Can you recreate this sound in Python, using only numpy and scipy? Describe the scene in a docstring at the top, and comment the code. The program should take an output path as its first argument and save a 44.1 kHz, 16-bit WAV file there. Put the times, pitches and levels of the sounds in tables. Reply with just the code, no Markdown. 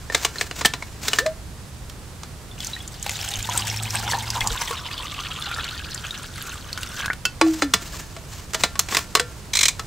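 """In a tent at night a stopper is unscrewed from a steel bottle and pops out, and water is poured into a metal cup.
The stream spatters on the bare bottom, then burbles higher as the cup fills, while a low drone swells and fades.
The stopper is pushed back in with a hollow, sinking note, screwed down, and creaks tight.
Noise bursts and decaying sines make the metal, swarms of short sines the water, filtered noise the night."""
import sys
import numpy as np
from scipy import signal
from scipy.fft import rfft, irfft, next_fast_len
from scipy.io import wavfile
from scipy.ndimage import uniform_filter1d

SR = 44100
rng = np.random.default_rng(int(sys.argv[2]) if len(sys.argv) > 2 else 0)


def wav_out(sig):
    """Save sig, one row per channel (or a flat mono array), as 16-bit PCM at SR to the path in sys.argv[1]."""
    wavfile.write(sys.argv[1], SR, np.round(np.clip(np.atleast_2d(sig).T, -1, 1) * 32767).astype(np.int16))


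N = 434826
TIME = np.arange(N) / SR
CUTOFF_HZ = 15700   # top of the final sound and of the bubble pitches
LEVEL_SPAN_S = 0.01


def from_db(db):
    """Decibels to gain."""
    return 10 ** (np.asarray(db) / 20)


def rms_one(x):
    """Scale to rms 1."""
    return x / np.sqrt(np.mean(x ** 2) + 1e-20)


def unit_burst(x):
    """Scale a short sound to the energy of rms 1 held for LEVEL_SPAN_S."""
    return x * np.sqrt(LEVEL_SPAN_S * SR / (np.sum(x ** 2) + 1e-20))


def in_time(rows):
    """The columns of a curve at every sample."""
    s, *columns = np.transpose(rows)
    return [np.interp(TIME, s, c) for c in columns]


def ramp(start_s, length_s):
    """Rise from 0 to 1 over this stretch of time."""
    return np.clip((TIME - start_s) / max(length_s, 1e-3), 0, 1)


def at_hz(points, hz):
    """Read a spectrum on a log-frequency axis."""
    point_hz, values = np.transpose(points)
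    return np.interp(np.log(np.maximum(hz, 1)), np.log(point_hz), values)


def band(x, low_hz, high_hz, order=2):
    """Butterworth band-pass."""
    edges = [low_hz, min(high_hz, 0.45 * SR)]
    return signal.sosfilt(signal.butter(order, edges, "band", fs=SR, output="sos"), x + 1e-18)


def coloured(x, spectrum):
    """Pass through a short minimum-phase filter with this spectrum."""
    size = 1024
    hz = np.arange(size // 2 + 1) * SR / size
    cepstrum = irfft(np.log(from_db(at_hz(spectrum, hz))))
    # folding the cepstrum forward in time makes the filter causal
    fold = np.r_[1, np.full(size // 2 - 1, 2), np.zeros(size // 2)]
    taps = irfft(np.exp(rfft(cepstrum * fold)))
    return signal.oaconvolve(x, taps)[:N]


def drift(rate):
    """Random wander between normal draws, `rate` of them a second."""
    return np.interp(TIME * rate, np.arange(32768), rng.standard_normal(32768))


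def dying(t, t60):
    """Envelope that falls 60 dB in t60."""
    return np.exp(-np.log(1000) * t / t60)


def ring(clicks, hz, t60):
    """Two-pole resonator: a unit click sets a decaying sine of height 1 ringing."""
    r, w = from_db(-60 / (t60 * SR)), 2 * np.pi * hz / SR
    return signal.lfilter([0, np.sin(w)], [1, -2 * r * np.cos(w), r * r], clicks + 1e-18)


def add(out, s, sound):
    """Mix a sound in at time s."""
    i = max(int(s * SR), 0)
    out[i:i + len(sound)] += sound[:max(N - i, 0)]


def evened(x, span_s):
    """Hold the slow level near rms 1 and keep the fine grain."""
    power = np.maximum(uniform_filter1d(x ** 2, int(span_s * SR)), 0)
    return x / np.sqrt(power + 0.01 * np.mean(x ** 2))


def grains(per_s, spread_db, clump_db):
    """Random clicks of uneven size and sign, with loudness that clumps."""
    size_db = spread_db * np.minimum(rng.exponential(1, N), 4) + clump_db * drift(110)
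    sizes = from_db(size_db) * rng.choice([-1, 1], N)
    return sizes * (rng.random(N) < per_s / SR)


# background spectrum: f/Hz, density level/dB
NIGHT_SPECTRUM = [(12, -40), (20, -9), (70, -0.5), (98, -4), (140, -6.5), (252, -17), (282, -17),
                  (667, -23), (1200, -24), (2090, -28.5), (3080, -30), (4430, -30), (7310, -31.5),
                  (7950, -31), (15500, -43)]
# how alike left and right are: f/Hz, likeness (0 to 1)
NIGHT_LIKENESS = [(25, .55), (60, 0.87), (150, 0.97), (380, 0.73), (950, 0.71), (2380, 0.48), (5980, 0.47),
                  (15000, 0.61)]


def night(level_db):
    """Steady distant rumble and hiss, shaped noise that is less alike left and right in the treble."""
    size = next_fast_len(N)
    hz = np.arange(size // 2 + 1) * SR / size
    mid, side = rfft(rng.standard_normal((2, size))) * from_db(at_hz(NIGHT_SPECTRUM, hz))
    alike = np.clip(at_hz(NIGHT_LIKENESS, hz), -1, 1)
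    both = np.sqrt(1 + alike) * mid + np.sqrt(1 - alike) * side * [[1], [-1]]
    balance_db = np.array([[-1.2], [1.0]])   # left, right
    return from_db(level_db + balance_db) * rms_one(irfft(both, size)[:, :N])


# limits of the thud, body, snap and fizz bands: f/Hz
CONTACT_BANDS = [250, 900, 2500, 8050, 15500]


def contact(levels_db, swell_s, t60, tail_db, tail_t60, grit_db):
    """A rough contact: a gritty crunch that swells, breaks off and leaves a short tail in the shell."""
    t = np.arange(SR // 9) / SR
    after = np.maximum(t - swell_s, 0)
    swell = np.minimum(t / max(swell_s, 1e-4) + 0.41, 1)
    shape = swell * (dying(after, t60) + from_db(tail_db) * dying(after, tail_t60))
    catches = np.interp(t / t[-1], np.linspace(0, 1, 300), rng.standard_normal(300))
    grit = from_db(grit_db * catches * dying(t, 0.33))
    forces = rng.standard_normal((len(levels_db), len(t))) * shape * grit
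    crunch = np.zeros(len(t))
    for force, db, low, high in zip(forces, levels_db, CONTACT_BANDS, CONTACT_BANDS[1:]):
        crunch += from_db(db) * unit_burst(band(force, low, high, order=4))
    return crunch


# stopper and bottle knocking together:
# t/s, level/dB before trims, hardness/dB per band, swell/s, ring f/Hz, ring level/dB
STOPPER_KNOCKS = [(0.099, -34, -11, .0011, 1810, -28), (0.121, -34, -5, 0.0021, 1790, -34),
                  (0.146, -15.5, -2, .004, 3720, -20), (0.248, -17, .5, .002, 2860, -22),
                  (0.357, -35, -5, 0.0015, 1800, -37), (0.384, -44, 2, .0006, 4200, -28.5),
                  (0.41, -21.5, -0.5, 0.0031, 1753, -24), (0.511, -31, -4.5, 0.0011, 2880, -36),
                  (0.609, -24.5, -4.5, 0.0047, 1180, -34), (0.648, -14.5, -3.5, 0.0036, 1780, -16),
                  (0.6566, -17.5, 6, 0.0012, 3200, -20), (0.736, -24, -3, 0.0016, 1890, -35),
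                  (0.823, -33.5, -5, 0.0018, 2190, -31), (1.081, -20.5, 3.5, .003, 5480, -29),
                  (1.132, -20.5, -0.5, 0.0013, 2940, -20), (1.186, -19, 2, 0.0025, 1770, -14),
                  (1.262, -25.5, -1.5, 0.00035, 1760, -32), (1.896, -42.5, 6, .0014, 3160, -47),
                  (2.232, -35, -1, 0.0025, 1980, -54), (7.252, -25, 5, .003, 3300, -28),
                  (7.412, -14, -6, 0.0011, 1125, -16), (7.462, -37, -5, 0.0046, 695, -32),
                  (7.621, -16.5, -5.5, 0.0016, 1350, -23), (7.736, -13, 2, .0065, 3400, -21),
                  (7.94, -40, -3, .002, 1150, -41), (8.164, -37, -3, 0.002, 1116, -46),
                  (8.534, -28.5, 0.5, .0008, 1590, -38), (8.543, -20.5, 0, .0056, 3010, -35),
                  (8.636, -13, -2, .0004, 3800, -22), (8.755, -33, -5, 0.0002, 1105, -35),
                  (8.792, -18, 7.5, .0014, 7000, -26), (8.886, -30, -2, 0.0006, 2160, -48),
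                  (8.921, -27.5, -4, .0057, 1094, -29), (8.947, -19.5, 1, 0.0015, 2040, -24),
                  (8.968, -16.5, 1, 0.002, 1107, -27), (9.151, -12.5, .5, .0012, 1124, -20),
                  (9.17, -23, -3, .0004, 1120, -38), (9.196, -18, 0.5, 0.0019, 1550, -26),
                  (9.794, -27.5, -1, 0.0016, 1300, -32)]
# thud, body, snap and fizz of a knock of middling hardness: relative level/dB
KNOCK_BALANCE = [-10.5, -1.5, 0.5, -13.5]
# what the bottle rings with: f/Hz, relative level/dB, t60/s
BOTTLE_MODES = [(444, -2.5, 0.1), (688, -6.5, 0.14), (907, -12, 0.053), (1090, -8, 0.062),
                (1380, -17, 0.52), (1570, -20.5, 0.5), (1770, -6.5, 0.15), (1970, -13, .15),
                (2300, -12, 0.15), (2700, -23, 0.12), (2940, -7, 0.092), (3500, -0.5, 0.089),
                (4050, 3, 0.075), (4830, 0, 0.071), (5400, -7, 0.071), (6300, -12, 0.057), (7360, -16, .07)]


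def knocks(crunch_db, main_cycles, shell_db):
    """Each knock crunches, brighter if harder, rings a pitch set by where it touches, and wakes the bottle's modes."""
    out, t = np.zeros(N), np.arange(SR // 4) / SR
    modes = np.array([from_db(db) * np.sin(2 * np.pi * hz * t) * dying(t, t60)
                      for hz, db, t60 in BOTTLE_MODES])
    # hardness tilts the bands about a pivot just above the body band, towards the snap
    bands_from_pivot = np.arange(len(KNOCK_BALANCE)) - (len(KNOCK_BALANCE) - 1.5) / 2
    for s, db, hardness_db, swell_s, hz, ring_db in STOPPER_KNOCKS:
        levels_db = db + np.array(KNOCK_BALANCE) + hardness_db * bands_from_pivot
        crunch = contact(levels_db, swell_s, t60=0.026, tail_db=-12, tail_t60=0.07, grit_db=3.5)
        add(out, s, from_db(crunch_db) * crunch)
        main_ring = unit_burst(np.sin(2 * np.pi * hz * t) * dying(t, main_cycles / hz))
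        add(out, s + swell_s / 2, from_db(ring_db) * main_ring)
        strengths = rng.uniform(0.6, 1, len(modes)) * rng.choice([-1, 1], len(modes))
        add(out, s + swell_s, from_db(levels_db[1] + shell_db) * (strengths @ modes))
    return out


# twists of the hand on stopper and bottle: start t/s, length/s, level/dB before trims
HAND_TWISTS = [(.11, .14, -33), (.32, 0.13, -37), (.54, 0.07, -33.5), (1.004, 0.18, -33.5),
               (7.43, 0.2, -38), (7.79, 0.23, -39.5), (8.267, 0.15, -42), (8.562, 0.072, -33),
               (8.88, 0.11, -29)]
# spectrum of the rub: f/Hz, density level/dB
RUB_SPECTRUM = [(200, 5), (450, -1.5), (900, 1), (1800, 1.5), (4000, 0.5), (7500, 2), (10000, -11.5),
                (15500, -8)]
TWIST_ATTACK_S, TWIST_RELEASE_T60_S = 0.036, 0.19
# faint rustle while the hand rests on the stopper
GRIP_DB, HAND_OFF_S, HAND_ON_S = -50.5, 1.28, 7.5


def rubbing(level_db, shell_db):
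    """With each twist, fine catches of hand and stopper hiss and keep the bottle's modes faintly ringing."""
    pressure = from_db(GRIP_DB) * ((TIME < HAND_OFF_S) | (TIME > HAND_ON_S))
    for s, length_s, db in HAND_TWISTS:
        release = dying(np.clip(TIME - s - length_s, 0, 1), TWIST_RELEASE_T60_S)
        pressure = np.maximum(pressure, from_db(db) * ramp(s, TWIST_ATTACK_S) * release)
    catches = coloured(grains(per_s=8300, spread_db=3.0, clump_db=3.5), RUB_SPECTRUM)
    rub = pressure * rms_one(band(catches, 210, 17000))
    shell = sum(from_db(db) * ring(rub, hz, t60) for hz, db, t60 in BOTTLE_MODES if hz < 3000)
    return from_db(level_db) * rub + from_db(shell_db) * shell


# low, quickly damped tones, many sounding under the stopper knocks: t/s, approximate peak level/dB, f/Hz, t60/s
DAMPED_TONES = [(0.411, -31, 415, .09), (0.652, -22, 200, .04), (3.385, -25.5, 45, 0.095),
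                (4.419, -25, 32, 0.13), (4.505, -24, 42, 0.17), (4.507, -33, 470.6, 0.09),
                (4.706, -26, 472, 0.063), (7.413, -15, 860, .04), (7.622, -19, 800, .04),
                (8.168, -37.5, 658.6, 0.094), (8.545, -27.5, 645, .09), (8.636, -26, 180, 0.05),
                (9.152, -27, 600, .07), (9.197, -27.5, 487, 0.17)]


def damped_tones():
    """Low, quickly damped tones, many under the stopper knocks: soft-edged decaying sines."""
    out, t = np.zeros(N), np.arange(SR // 4) / SR
    for s, db, hz, t60 in DAMPED_TONES:
        shape = dying(t, t60) * (1 - dying(t, t60 / 4))
        add(out, s, 2 * from_db(db) * np.sin(2 * np.pi * hz * t) * shape)
    return out


# air in the neck as the stopper is drawn and pops out (rising), then goes home in three pushes (sinking):
# t/s, level/dB, starting f/Hz, glide/Hz per s, hold/s, t60/s
AIR_NOTES = [(1.199, -32.5, 412, 3800, 0.032, 0.15), (1.258, -18, 626, 250, 0.019, .13),
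             (7.415, -15.5, 326, -67, 0.077, 0.3), (7.622, -19, 302, -520, 0.0053, 0.22),
             (7.74, -31.5, 203, -750, 0.011, 0.13)]
NECK_ATTACK_S = 0.0038


def neck(overtone_db):
    """Each move of the stopper sounds a hollow, gliding note that holds while it slides and then dies."""
    out = np.zeros(N)
    for s, db, hz, glide, hold_s, t60 in AIR_NOTES:
        t = np.arange(int((hold_s + t60) * SR)) / SR
        phase = 2 * np.pi * np.cumsum(hz + glide * t) / SR
        shape = np.minimum(t / NECK_ATTACK_S, 1) * dying(np.maximum(t - hold_s, 0), t60)
        note = np.sin(phase) + from_db(overtone_db) * np.sin(2 * phase)
        add(out, s, np.sqrt(2) * from_db(db) * shape * note)
    return out


def bubble(hz, t60, rise):
    """A bubble rings briefly; its pitch climbs by a share as it reaches the surface."""
    t = np.arange(int(t60 * SR) + 2) / SR
    fall = dying(t, t60)
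    return np.sin(2 * np.pi * hz * np.cumsum(1 + rise * (1 - fall)) / SR) * fall


# single loud drops: t/s, level/dB before trims, f/Hz, splat level/dB relative to the drop
LOUD_DROPS = [(2.604, -13, 3360, -15.5), (2.646, -17, 5560, -6.5), (2.67, -17.5, 6600, -6),
              (2.877, -23, 7200, -5.5), (3.027, -16, 7570, -7), (3.064, -16, 805, -6),
              (3.094, -15.5, 2030, -3), (3.338, -10, 3630, -16), (3.49, -8, 966, -29),
              (3.576, -5.5, 8400, -8.5), (3.68, -15, 7680, -9), (3.906, -15.5, 5360, -8),
              (4.114, -10, 4440, -11), (4.122, -9.5, 907, -11.5), (4.303, -8, 4950, -11.5),
              (4.407, -4.5, 3320, -18), (4.473, -8.5, 7400, -8), (4.618, -12.5, 953, -7),
              (4.71, -11, 1100, -14), (4.914, -15.5, 2550, -24), (5.423, -13, 3490, -17),
              (5.514, -12.5, 1400, -19), (5.585, -14, 1370, -27), (5.945, -15, 7430, -9.5),
              (6.108, -10, 3700, -23), (6.729, -11.5, 4380, -14), (6.776, -16.5, 1460, -9),
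              (6.831, -14.5, 2810, -10), (7.059, -14, 1500, -8), (7.132, -20, 1430, -7)]
# clear plinks of slow drips around the start and end of the pour: t/s, level/dB, f/Hz, t60/s, pitch rise (share)
DRIP_PLINKS = [(2.514, -33, 3500, 0.039, 0.013), (2.733, -22.5, 3910, 0.086, 0.012),
               (2.765, -25, 1870, 0.038, 0.011), (2.804, -30, 3350, 0.063, .01),
               (7.02, -25, 2000, 0.04, 0.59), (7.033, -22, 1450, .03, .3), (7.081, -15, 1500, .022, .15),
               (7.1015, -9, 1400, 0.027, 0.7), (7.108, -19.5, 1464, 0.062, 0.011),
               (7.112, -39, 2370, 0.11, .01)]


def drops(plink_db, splash_db, splat_t60):
    """A loud drop splats as a noise burst and traps one bubble; a slow drip only plinks."""
    out, t = np.zeros(N), np.arange(SR // 20) / SR
    for s, db, hz, splat_db in LOUD_DROPS:
        burst = rng.standard_normal(len(t)) * dying(t, splat_t60)
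        splat = unit_burst(band(burst, 0.89 * hz, 4500 + 0.43 * hz, order=1))
        add(out, s, from_db(db + splat_db + splash_db) * splat)
        add(out, s, from_db(db + plink_db) * bubble(hz, t60=1.56 / np.sqrt(hz), rise=0.015))
    for s, db, hz, t60, rise in DRIP_PLINKS:
        add(out, s, from_db(db) * bubble(hz, t60, rise))
    return out


# strength of the stream, a first dribble, the full pour, a thinning and a last slop: t/s, level/dB before surges
STREAM_FLOW = [(2.58, -51), (2.64, -41), (2.8, -46), (2.9, -52), (3.01, -48), (3.05, -38.5), (3.62, -35),
               (3.82, -38), (3.97, -34.5), (4.25, -38), (4.72, -38), (5.45, -34.5), (6.32, -42.5),
               (6.48, -34.5), (6.64, -43.5), (7.03, -32.5), (7.1, -53), (7.2, -65)]


def bubbles(centre_hz, octaves, per_s, cycles, spread_db):
    """A swarm of bubbles, born in clusters and scattered in pitch round a centre; slow level near 1."""
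    out, cluster, wander = np.zeros(N), from_db(6 * drift(45)), drift(22)
    start, end = STREAM_FLOW[0][0], STREAM_FLOW[-1][0]
    for when, size, pitch, turn, life in rng.random((int(per_s * (end - start)), 5)):
        s = start + when * (end - start)
        i = int(s * SR)
        # two uniform draws make one normal draw
        scatter = np.sqrt(-2 * np.log(1 - pitch)) * np.cos(2 * np.pi * turn)
        hz = min(centre_hz[i] * 2 ** (octaves * (scatter + 0.5 * wander[i])), CUTOFF_HZ)
        size_db = spread_db * min(-np.log(1 - size), 3.5)
        gain = cluster[i] * from_db(size_db) * np.sign(turn - 0.5)
        add(out, s, gain * bubble(hz, t60=cycles * (0.5 + life) / hz, rise=0.025))
    return evened(out, span_s=0.084)


# main resonance of the cup, climbing as it fills: t/s, f/Hz
CUP_RESONANCE = [(3.1, 770), (3.6, 830), (4.15, 900), (4.5, 1000), (4.95, 1080), (5.45, 1380), (6, 1480),
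                 (7.1, 1480)]
# spectrum of the spray: f/Hz, density level/dB
SPRAY_SPECTRUM = [(300, -26), (700, -35), (1500, 6.5), (3000, 0.5), (5000, 3), (7800, 3.5), (10000, -5),
                  (12500, -5), (15500, -6)]
# the bottle gulps air and a slug of water plunges into the pool: t/s, big-bubble boost level/dB
BOTTLE_GLUGS = [(3.56, 8.5), (4.13, 9), (4.42, 9.5), (4.8, 2), (5.56, 6), (7.06, 6)]
GLUG_S = 0.075   # from the peak of a glug to 1/e of its boost
POOL_FORMS_S, POOL_DEEP_S, SHALLOW_LOSS_DB = 3.55, 4.1, 9   # big bubbles need a pool to form in
COVERED_S, COVERING_S = 4.7, 0.066   # from here on water covers the bottom and cushions the stream
CUSHION_SPRAY_DB, CUSHION_GURGLE_DB = 10.5, 5   # loss once it is covered
BREAKUP_S, BREAKUP_LENGTH_S = 5.8, 0.5   # the thinning stream breaks into drops
BREAKUP_SPRAY_DB, BREAKUP_FIZZ_LOSS_DB = 4, 4.5   # it then splashes more and drags less air under


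def pour(gurgle_db, slosh_db, fizz_db, spray_db, mist_db, surge_db):
    """One surging stream drives big bubbles at the cup's resonance, small ones above, and spray on the steel."""
    flow_db, = in_time(STREAM_FLOW)
    cup_hz, = in_time(CUP_RESONANCE)
    shallow = 1 - ramp(POOL_FORMS_S, POOL_DEEP_S - POOL_FORMS_S)
    covered = ramp(COVERED_S, COVERING_S)
    broken = ramp(BREAKUP_S, BREAKUP_LENGTH_S)

    gurgle = bubbles(cup_hz, octaves=0.12, per_s=600, cycles=43, spread_db=4.5)
    slosh = bubbles(np.full(N, 1550), octaves=0.351, per_s=420, cycles=50, spread_db=9.0)
    fizz = bubbles(np.full(N, 3350), octaves=0.24, per_s=1100, cycles=38, spread_db=5.0)
    small = from_db(fizz_db - BREAKUP_FIZZ_LOSS_DB * broken) * fizz

    clicks = grains(per_s=4000, spread_db=3.8, clump_db=4.2)
    patter = evened(coloured(clicks, SPRAY_SPECTRUM), span_s=0.082)
    mist = bubbles(np.full(N, 6200), octaves=0.304, per_s=200, cycles=72, spread_db=7.5)
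    spray_gain = from_db(BREAKUP_SPRAY_DB * broken - CUSHION_SPRAY_DB * covered)
    spray = spray_gain * (from_db(spray_db) * patter + from_db(mist_db) * mist)

    glug_db = sum(db * np.exp(-((TIME - s) / GLUG_S) ** 2) for s, db in BOTTLE_GLUGS)
    big_gain = from_db(glug_db - SHALLOW_LOSS_DB * shallow - CUSHION_GURGLE_DB * covered)
    big = big_gain * (from_db(gurgle_db) * gurgle + from_db(slosh_db) * slosh)
    flowing = (TIME > STREAM_FLOW[0][0]) & (TIME < STREAM_FLOW[-1][0])
    return flowing * from_db(flow_db + surge_db * drift(20)) * (big + small + spray)


# low drone: t/s, f/Hz, level/dB
LOW_DRONE = [(3.0, 99, -58), (3.35, 101.8, -38), (3.75, 107.2, -32.5), (4.15, 113, -36), (4.52, 113.6, -38),
             (4.62, 110, -58)]


def drone(overtone_db):
    """A gliding low note with a faint octave, silent outside its curve."""
    hz, db = in_time(LOW_DRONE)
    phase = 2 * np.pi * np.cumsum(hz) / SR
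    sounding = (TIME > LOW_DRONE[0][0]) & (TIME < LOW_DRONE[-1][0])
    note = np.sin(phase) + from_db(overtone_db) * np.sin(2 * phase)
    return np.sqrt(2) * sounding * from_db(db) * note


# free ringing of the air column in the open neck: f/Hz, peak level/dB, t60/s
NECK_AIR_MODES = [(1465, -20.5, 0.11), (2660, -17, 0.11), (3060, -13, .03), (4500, -24, 0.09), (5100, -21, 0.05),
                  (6750, -26, .06)]
RIM_S = 7.253   # the stopper first touches the open mouth


def clink():
    """One touch at the open mouth sets the air in the neck ringing in its modes."""
    touch = np.zeros(N)
    touch[int(RIM_S * SR)] = 1
    return sum(from_db(db) * ring(touch, hz, t60) for hz, db, t60 in NECK_AIR_MODES)


# the tightening thread sticks and slips, ever more slowly: t/s, level/dB before trims, swell/s
THREAD_SLIPS = [(9.533, -17, .0054), (9.551, -14.5, 0.0063), (9.569, -15, 0.0044), (9.589, -13.5, .0016),
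                (9.608, -13, 0.0063), (9.63, -10, 0.005), (9.654, -10.5, 0.0034), (9.682, -11.5, .002)]
# thud, body, snap and fizz of a slip: relative level/dB
SLIP_BALANCE = [-28.5, -18.5, 0, -17]


def creak(level_db, low_mode_db, high_mode_db):
    """Slips of the tight thread, each a short rasp that rings two damped modes of the stopper."""
    rasp = np.zeros(N)
    for s, db, swell_s in THREAD_SLIPS:
        levels_db = db + np.array(SLIP_BALANCE)
        add(rasp, s, contact(levels_db, swell_s, t60=0.035, tail_db=-9, tail_t60=0.068, grit_db=0.0))
    low_mode = from_db(low_mode_db) * ring(rasp, hz=2330, t60=0.0073)
    high_mode = from_db(high_mode_db) * ring(rasp, hz=4140, t60=0.014)
    return from_db(level_db) * rasp + low_mode + high_mode


def tent(x, wet_db, t60, side_db):
    """Fabric gives a faint, short tail; the treble scatters left and right from moment to moment."""
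    t = np.arange(SR // 3) / SR
    tail = band(rng.standard_normal(len(t)) * dying(t, t60) * (t > 0.004), 270, 11200)
    wet = signal.oaconvolve(x, tail / np.sqrt(np.sum(tail ** 2)))[:N]
    side = band(x, 6500, 15500, order=1) * drift(900)
    return x + from_db(wet_db) * wet + from_db(side_db) * side * [[1], [-1]]


def scene():
    """Bottle and water sound inside the tent; drone, damped tones and night join without its tail."""
    stopper = knocks(crunch_db=-2.0, main_cycles=75, shell_db=-7.5) + clink()
    stopper += creak(level_db=-2.0, low_mode_db=-20.5, high_mode_db=-30.5)
    stopper += rubbing(level_db=0.5, shell_db=-43.5)
    water = pour(gurgle_db=-1, slosh_db=-4, fizz_db=0, spray_db=0.2, mist_db=-1.5, surge_db=2.04)
    water += drops(plink_db=-7.5, splash_db=-6, splat_t60=0.025)
    near = stopper + neck(overtone_db=-30) + water
    inside = tent(near, wet_db=-17, t60=0.19, side_db=-5.2)
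    return inside + drone(overtone_db=-13.5) + damped_tones() + night(level_db=-37.5)


def record(dry):
    """Peaks beyond full scale are clipped flat, then a steep low-pass cuts the top."""
    low_pass = signal.ellip(12, 0.1, 90, CUTOFF_HZ, fs=SR, output="sos")
    return signal.sosfilt(low_pass, np.clip(dry, -1, 1))


dry = scene()
out = record(dry)
wav_out(out)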